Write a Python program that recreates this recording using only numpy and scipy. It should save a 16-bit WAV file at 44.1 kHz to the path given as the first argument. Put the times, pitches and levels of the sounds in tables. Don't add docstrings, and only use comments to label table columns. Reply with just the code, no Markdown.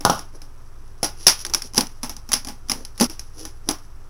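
import sys
import numpy as np
from scipy import signal
from scipy.fft import rfft, irfft, next_fast_len
from scipy.io import wavfile
from scipy.ndimage import map_coordinates

SR = 44100
rng = np.random.default_rng(int(sys.argv[2]) if len(sys.argv) > 2 else 0)


def store_pcm(level_fs):
    pcm = np.round(np.clip(level_fs, -1, 1) * 32767).astype(np.int16)
    wavfile.write(sys.argv[1], SR, np.atleast_2d(pcm).T)


N = 180413

# start in seconds, then crack, after-ring and push in relative dB.
WALL_SNAPS = [(.0077, -36, -51, -36), (.0503, -15, -21.5, -36), (0.0996, -20, -34, -26),
              (0.192, -32.5, -41, -40), (.418, -42.5, -47.5, -49.5), (1.0307, -20, -19.5, -39),
              (1.0437, -23, -26, -30), (1.2674, -3, -6.5, -30), (1.27, -8, -14.5, -33.5),
              (1.2807, -13, -12.5, -48.5), (1.4497, -26, -33.5, -39.5), (1.4653, -30.5, -46, -42.5),
              (1.498, -36.5, -67, -36.5), (1.5368, -18, -31, -34.5), (1.5465, -15, -23.5, -33.5),
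              (1.62, -28.5, -37, -47), (1.7356, -40, -56, -44), (1.7458, -33, -53, -35),
              (1.777, -33, -23.5, -15.5), (1.7789, -10.5, -45, -13), (1.8083, -19.5, -30.5, -26.5),
              (1.8688, -37, -66, -71), (2.0317, -27, -29, -26.5), (2.095, -31.5, -34, -36),
              (2.1659, -37.5, -46, -48), (2.29, -37, -44, -39), (2.3182, -23, -24, -45),
              (2.332, -16, -17.5, -42), (2.3374, -14.5, -26, -26), (2.4476, -34, -41, -42),
              (2.471, -34, -43, -32.5), (2.4861, -34, -36, -35.5), (2.6856, -39.5, -44, -47),
              (2.697, -20, -23.5, -28.5), (2.7167, -19, -32, -28), (2.8503, -34.5, -42.5, -57),
              (2.978, -40.5, -40, -54.5), (2.9996, -22.5, -27, -33.5), (3.0095, -17, -35, -14.5),
              (3.0143, -20.5, -31, -14.5), (3.0417, -22.5, -28, -52), (3.0977, -23.5, -25.5, -33),
              (3.194, -29.5, -38.5, -53), (3.452, -32.5, -38.5, -40), (3.6886, -18.5, -24.5, -19),
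              (3.7102, -26, -34.5, -54)]
# frequency in Hz, relative level in dB.
SHEET_SPECTRUM = [(300, -20.5), (900, -8), (2000, -11), (2800, -10.5), (4200, -9), (5100, 3), (5800, 4.5),
                  (6700, -8), (7900, -16.5), (9300, -12), (10400, 1), (12100, -17.5), (14500, -16.5),
                  (16000, -26)]
PANEL_SPECTRUM = [(70, -25), (150, -1.5), (400, -6.5), (640, -3.5), (860, 0), (1020, -3.5), (1400, -9.5),
                  (1800, -10.5), (2500, -13.5), (5000, -19)]
SHELL_SPECTRUM = [(60, -40.5), (115, -24), (175, -6.5), (245, -2.5), (300, -3.5), (400, -11), (600, -18),
                  (1500, -27.5), (4000, -58)]
SHELL_HZ = 258
PANEL_LIMIT_DB = -21
HOLLOW_DB, HOLLOW_GROWTH = -20.5, 0.69


def snaps(knock_dry=0.2, knock_wet=0.7, thump_dry=0.79, thump_wet=0.4):
    track, t = np.zeros(N), np.arange(SR // 3) / SR
    for start, crack_db, after_db, push_db in WALL_SNAPS:
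        hz = grip_hz(start)
        tension = np.exp(0.015 * rng.standard_normal())
        sheet = struck(impulse(stretched(SHEET_SPECTRUM, tension), len(t)))
        panel = struck(impulse(stretched(PANEL_SPECTRUM, tension), len(t)))
        shell = struck(impulse(stretched(SHELL_SPECTRUM, hz / SHELL_HZ), len(t)))
        thump = amp(push_db)
        knock = thump / np.hypot(1, amp(push_db - PANEL_LIMIT_DB))
        hollow = amp(HOLLOW_DB + HOLLOW_GROWTH * push_db)
        add(track, start, amp(crack_db) * crease(sheet, rise_s=0.00047))
        add(track, start, knock_dry * knock * crease(panel, rise_s=0.00018))
        add(track, start, thump_dry * thump * shell_flex(t, hz))
        add(track, start, hollow * cavity(t, dull_db_per_octave=9))
        radiated = amp(after_db) * sheet + knock_wet * knock * panel + thump_wet * thump * shell
        add(track, start, room_echo(radiated, early_db=6, early_s=0.057, build_s=0.00067))
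    return track


# typical delay in seconds, gain in dB.
NEAR_REFLECTIONS = [(.0016, -15), (.0029, -6.5), (.0047, -26), (.0075, -29.5)]


def crease(ring, rise_s, size=1024):
    age = np.arange(size) / SR / (rise_s * rng.uniform(0.9, 1.5))
    slips = rng.choice([-1, 1], size) * age * np.exp(-age)
    direct = signal.fftconvolve(slips, ring[:size])
    sound = direct.copy()
    for delay_s, db in NEAR_REFLECTIONS:
        add(sound, delay_s * rng.uniform(0.65, 1.3), amp(db) * direct)
    return struck(sound)


# pitch ratio, relative level in dB, seconds to fall 60 dB.
SHELL_MODES = [(.78, -18, 0.11), (1, 3.5, 0.13), (1.42, -12.5, .07)]


def shell_flex(t, hz):
    detunes = 1 + 0.015 * rng.standard_normal(len(SHELL_MODES))
    return struck(sum(amp(db - 60 * t / t60) * np.sin(2 * np.pi * hz * ratio * detune * t)
                      for (ratio, db, t60), detune in zip(SHELL_MODES, detunes)))


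# time in seconds, shell pitch in Hz.
GRIP_PITCH = [(.35, 290), (1.03, 292.3), (1.27, 363), (1.55, 345), (1.65, 239.2), (2.85, 244.7),
              (3.01, 231), (3.1, 331), (3.45, 323), (3.69, 306)]


def grip_hz(time_s):
    return np.interp(time_s, *np.transpose(GRIP_PITCH))


# frequency in Hz, relative level in dB, seconds to fall 60 dB.
AIR_MODES = [(802, -6.5, 0.18), (828.6, 7.5, 0.15), (1058, -14.5, 0.22), (1214, -8.5, 0.33),
             (1347, -3.5, 0.21), (1446, -3.5, 0.28)]


def cavity(t, dull_db_per_octave=0):
    ring = np.zeros(len(t))
    for hz, db, t60 in AIR_MODES:
        mode_db = db - dull_db_per_octave * np.log2(hz) + 2 * rng.standard_normal()
        ring += amp(mode_db - 60 * t / t60) * np.sin(2 * np.pi * (hz * t + rng.random()))
    return struck(ring * (1 - np.exp(-t / 0.003)))


# start in seconds, relative level in dB, pitch ratio.
PATCH_POPS = [(0.0512, -8.5, 1), (.098, -11, 0.94), (1.030, -20, 0.65), (1.2674, -21, 0.69),
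              (3.0097, -19, 0.4), (3.6885, -25, 1)]
# frequency in Hz, relative level in dB.
POP_SPECTRUM = [(60, -19), (110, -4), (240, -7.5), (450, -10.5), (660, -7.5), (810, -5), (980, -7),
                (1330, -7), (1650, -19.5), (2400, -40), (3200, -21), (4300, -26.5), (8000, -36)]


def pops(dry=0.75, wet=0.56, hollow=0.46):
    track, t = np.zeros(N), np.arange(SR // 2) / SR
    for start, db, ratio in PATCH_POPS:
        ring = struck(impulse(stretched(POP_SPECTRUM, ratio), len(t)))
        room = struck(room_echo(ring, early_db=1.5, early_s=0.017, build_s=0.0046))
        add(track, start, amp(db) * (dry * ring + wet * room + hollow * cavity(t)))
    return track


# middle and half length in seconds, then hiss and shell rumble in relative dB.
SWELLS = [(0.145, 0.027, -28.5, -50), (0.351, 0.011, -48, -39.5), (1.22, 0.031, -39, -52),
          (1.402, 0.014, -31, -65), (1.651, 0.011, -33.5, -41), (1.775, 0.01, -18, -39),
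          (2.778, 0.033, -45, -37), (3.024, 0.013, -17.5, -18), (3.107, 0.012, -27, -30.5),
          (3.419, 0.034, -34, -39), (3.681, 0.0091, -43.5, -34.5)]


def scrapes_and_crinkles(slips_per_s=1000, rest_db=-59, dry=0.43, wet=0.42, drone=0.64,
                         scuff=0.9, scuff_hz=380, uneven_db=4):
    t = np.arange(N) / SR
    grains = (rng.random(N) < slips_per_s / SR) * rng.standard_normal(N)
    hiss_level = amp(rest_db + 1.5 * wobble(17)) + creep()
    rumble = np.zeros(N)
    scuff_ring = struck(impulse(stretched(SHELL_SPECTRUM, scuff_hz / SHELL_HZ), SR // 8))
    for middle, half_s, hiss_db, rumble_db in SWELLS:
        swell = np.exp(-((t - middle) / half_s) ** 2 / 2)
        shell = shell_flex(t[:SR // 8], grip_hz(middle)) + scuff * scuff_ring
        hiss_level += amp(hiss_db) * swell
        rumble += amp(rumble_db) * swell * unit(signal.oaconvolve(grains, shell)[:N])
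    hiss = hiss_level * coloured(grains * amp(uneven_db * rng.standard_normal(N)), SHEET_SPECTRUM)
    room = room_echo(hiss, early_db=11, early_s=0.016, build_s=0.0019)
    return dry * hiss + drone * rumble + wet * room


def creep(load_s=0.018, settle_s=0.06, base_db=-34, growth=0.71):
    t = np.arange(-SR // 8, SR // 4) / SR
    swell = np.exp(np.minimum(t / load_s, -t / settle_s))
    power = np.zeros(N)
    for start, crack_db, *_ in WALL_SNAPS:
        add(power, start + t[0], (amp(base_db + growth * crack_db) * swell[t >= -start]) ** 2)
    return np.sqrt(power)


def level_dip(start_s=3.064, depth_db=-14.5, fall_s=0.01, recover_s=0.14):
    t = np.arange(N) / SR - start_s
    return amp(np.interp(t, [0, fall_s, fall_s + recover_s], [0, depth_db, 0]))


# frequency in Hz, seconds to fall 60 dB.
ROOM_DECAY = [(120, 0.33), (300, 0.2), (900, 0.28), (2500, 0.33), (5500, 0.24), (10000, 0.22),
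              (15000, 0.29)]


def room_echo(x, early_db, early_s, build_s, lumpiness=0.13):
    hz, frame_s, bands = signal.stft(rng.standard_normal(SR // 2), SR, nperseg=256)
    decay = amp(-60 * frame_s / along(ROOM_DECAY, hz)[:, None])
    tail = signal.istft(bands * decay, SR, nperseg=256)[1]
    t = np.arange(len(tail)) / SR
    lumps = np.exp(lumpiness * map_coordinates(rng.standard_normal(400), [t * 700], order=1))
    early_lift = 1 + amp(early_db) * np.exp(-(t / early_s) ** 2)
    tail *= lumps * (1 - np.exp(-t / build_s)) * early_lift
    return signal.fftconvolve(x, tail / np.linalg.norm(tail))[:len(x)]


# frequency in Hz, relative level in dB.
NOISE_SPECTRUM = [(20, -13.5), (30, -44.5), (45, -6), (100, -25), (150, -32), (350, -31.5), (600, -38),
                  (1250, -34.5), (2000, -45.5), (4000, -53), (8000, -55.5), (16000, -58)]
HUM_TONES = [(16.5, -36), (19, -54), (59, -54.5), (97, -55), (118, -56), (357, -82.5), (393, -67.5)]
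WHINE_TONES = [(7800, -79), (8300, -87)]


def room_tone(noise_db=-46):
    t = np.arange(N) / SR
    tones = sum(amp(db) * np.sqrt(2) * np.sin(2 * np.pi * hz * t + 0.5 * wobble(3.5))
                for hz, db in HUM_TONES + WHINE_TONES)
    return amp(noise_db) * coloured(rng.standard_normal(N), NOISE_SPECTRUM) + tones


def amp(db):
    return 10 ** (np.asarray(db) / 20)


def unit(x):
    return x / np.sqrt(np.mean(x ** 2) + 1e-20)


def struck(x):
    return x / np.linalg.norm(x) * np.sqrt(SR / 100)


def along(points, hz):
    knots_hz, values = np.transpose(points)
    return np.interp(np.log(hz + 1), np.log(knots_hz + 1), values)


def stretched(spectrum, ratio):
    return [(hz * ratio, db) for hz, db in spectrum]


def filtered(x, response):
    size = next_fast_len(len(x) + 8192)
    return irfft(rfft(x, size) * response(np.fft.rfftfreq(size, 1 / SR)), size)[:len(x)]


def coloured(x, spectrum):
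    return unit(filtered(x, lambda hz: amp(along(spectrum, hz))))


def impulse(spectrum, length, size=2048):
    gains = amp(along(spectrum, np.fft.rfftfreq(size, 1 / SR)))
    cepstrum = irfft(np.log(gains))
    cepstrum[1:size // 2] *= 2
    cepstrum[size // 2 + 1:] = 0
    return np.pad(irfft(np.exp(rfft(cepstrum))), (0, length - size))


def wobble(rate):
    return map_coordinates(rng.standard_normal(int(N * rate / SR) + 4), [np.arange(N) * rate / SR])


def add(track, start_s, sound):
    part = track[max(round(start_s * SR), 0):][:len(sound)]
    part += sound[:len(part)]


def scene(lowest_hz=125):
    bass_cut = signal.butter(2, lowest_hz, "high", fs=SR, output="sos")
    bottle = signal.sosfilt(bass_cut, pops() + snaps() + scrapes_and_crinkles())
    return (level_dip() * bottle + room_tone())[None]


def record(dry):
    ceiling, top_hz = 0.92, 15900
    clipped = np.clip(dry[0], -ceiling, ceiling)
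    return filtered(clipped, lambda hz: 1 / (1 + (hz / top_hz) ** 120))[None]


dry = scene()
out = record(dry)
store_pcm(out)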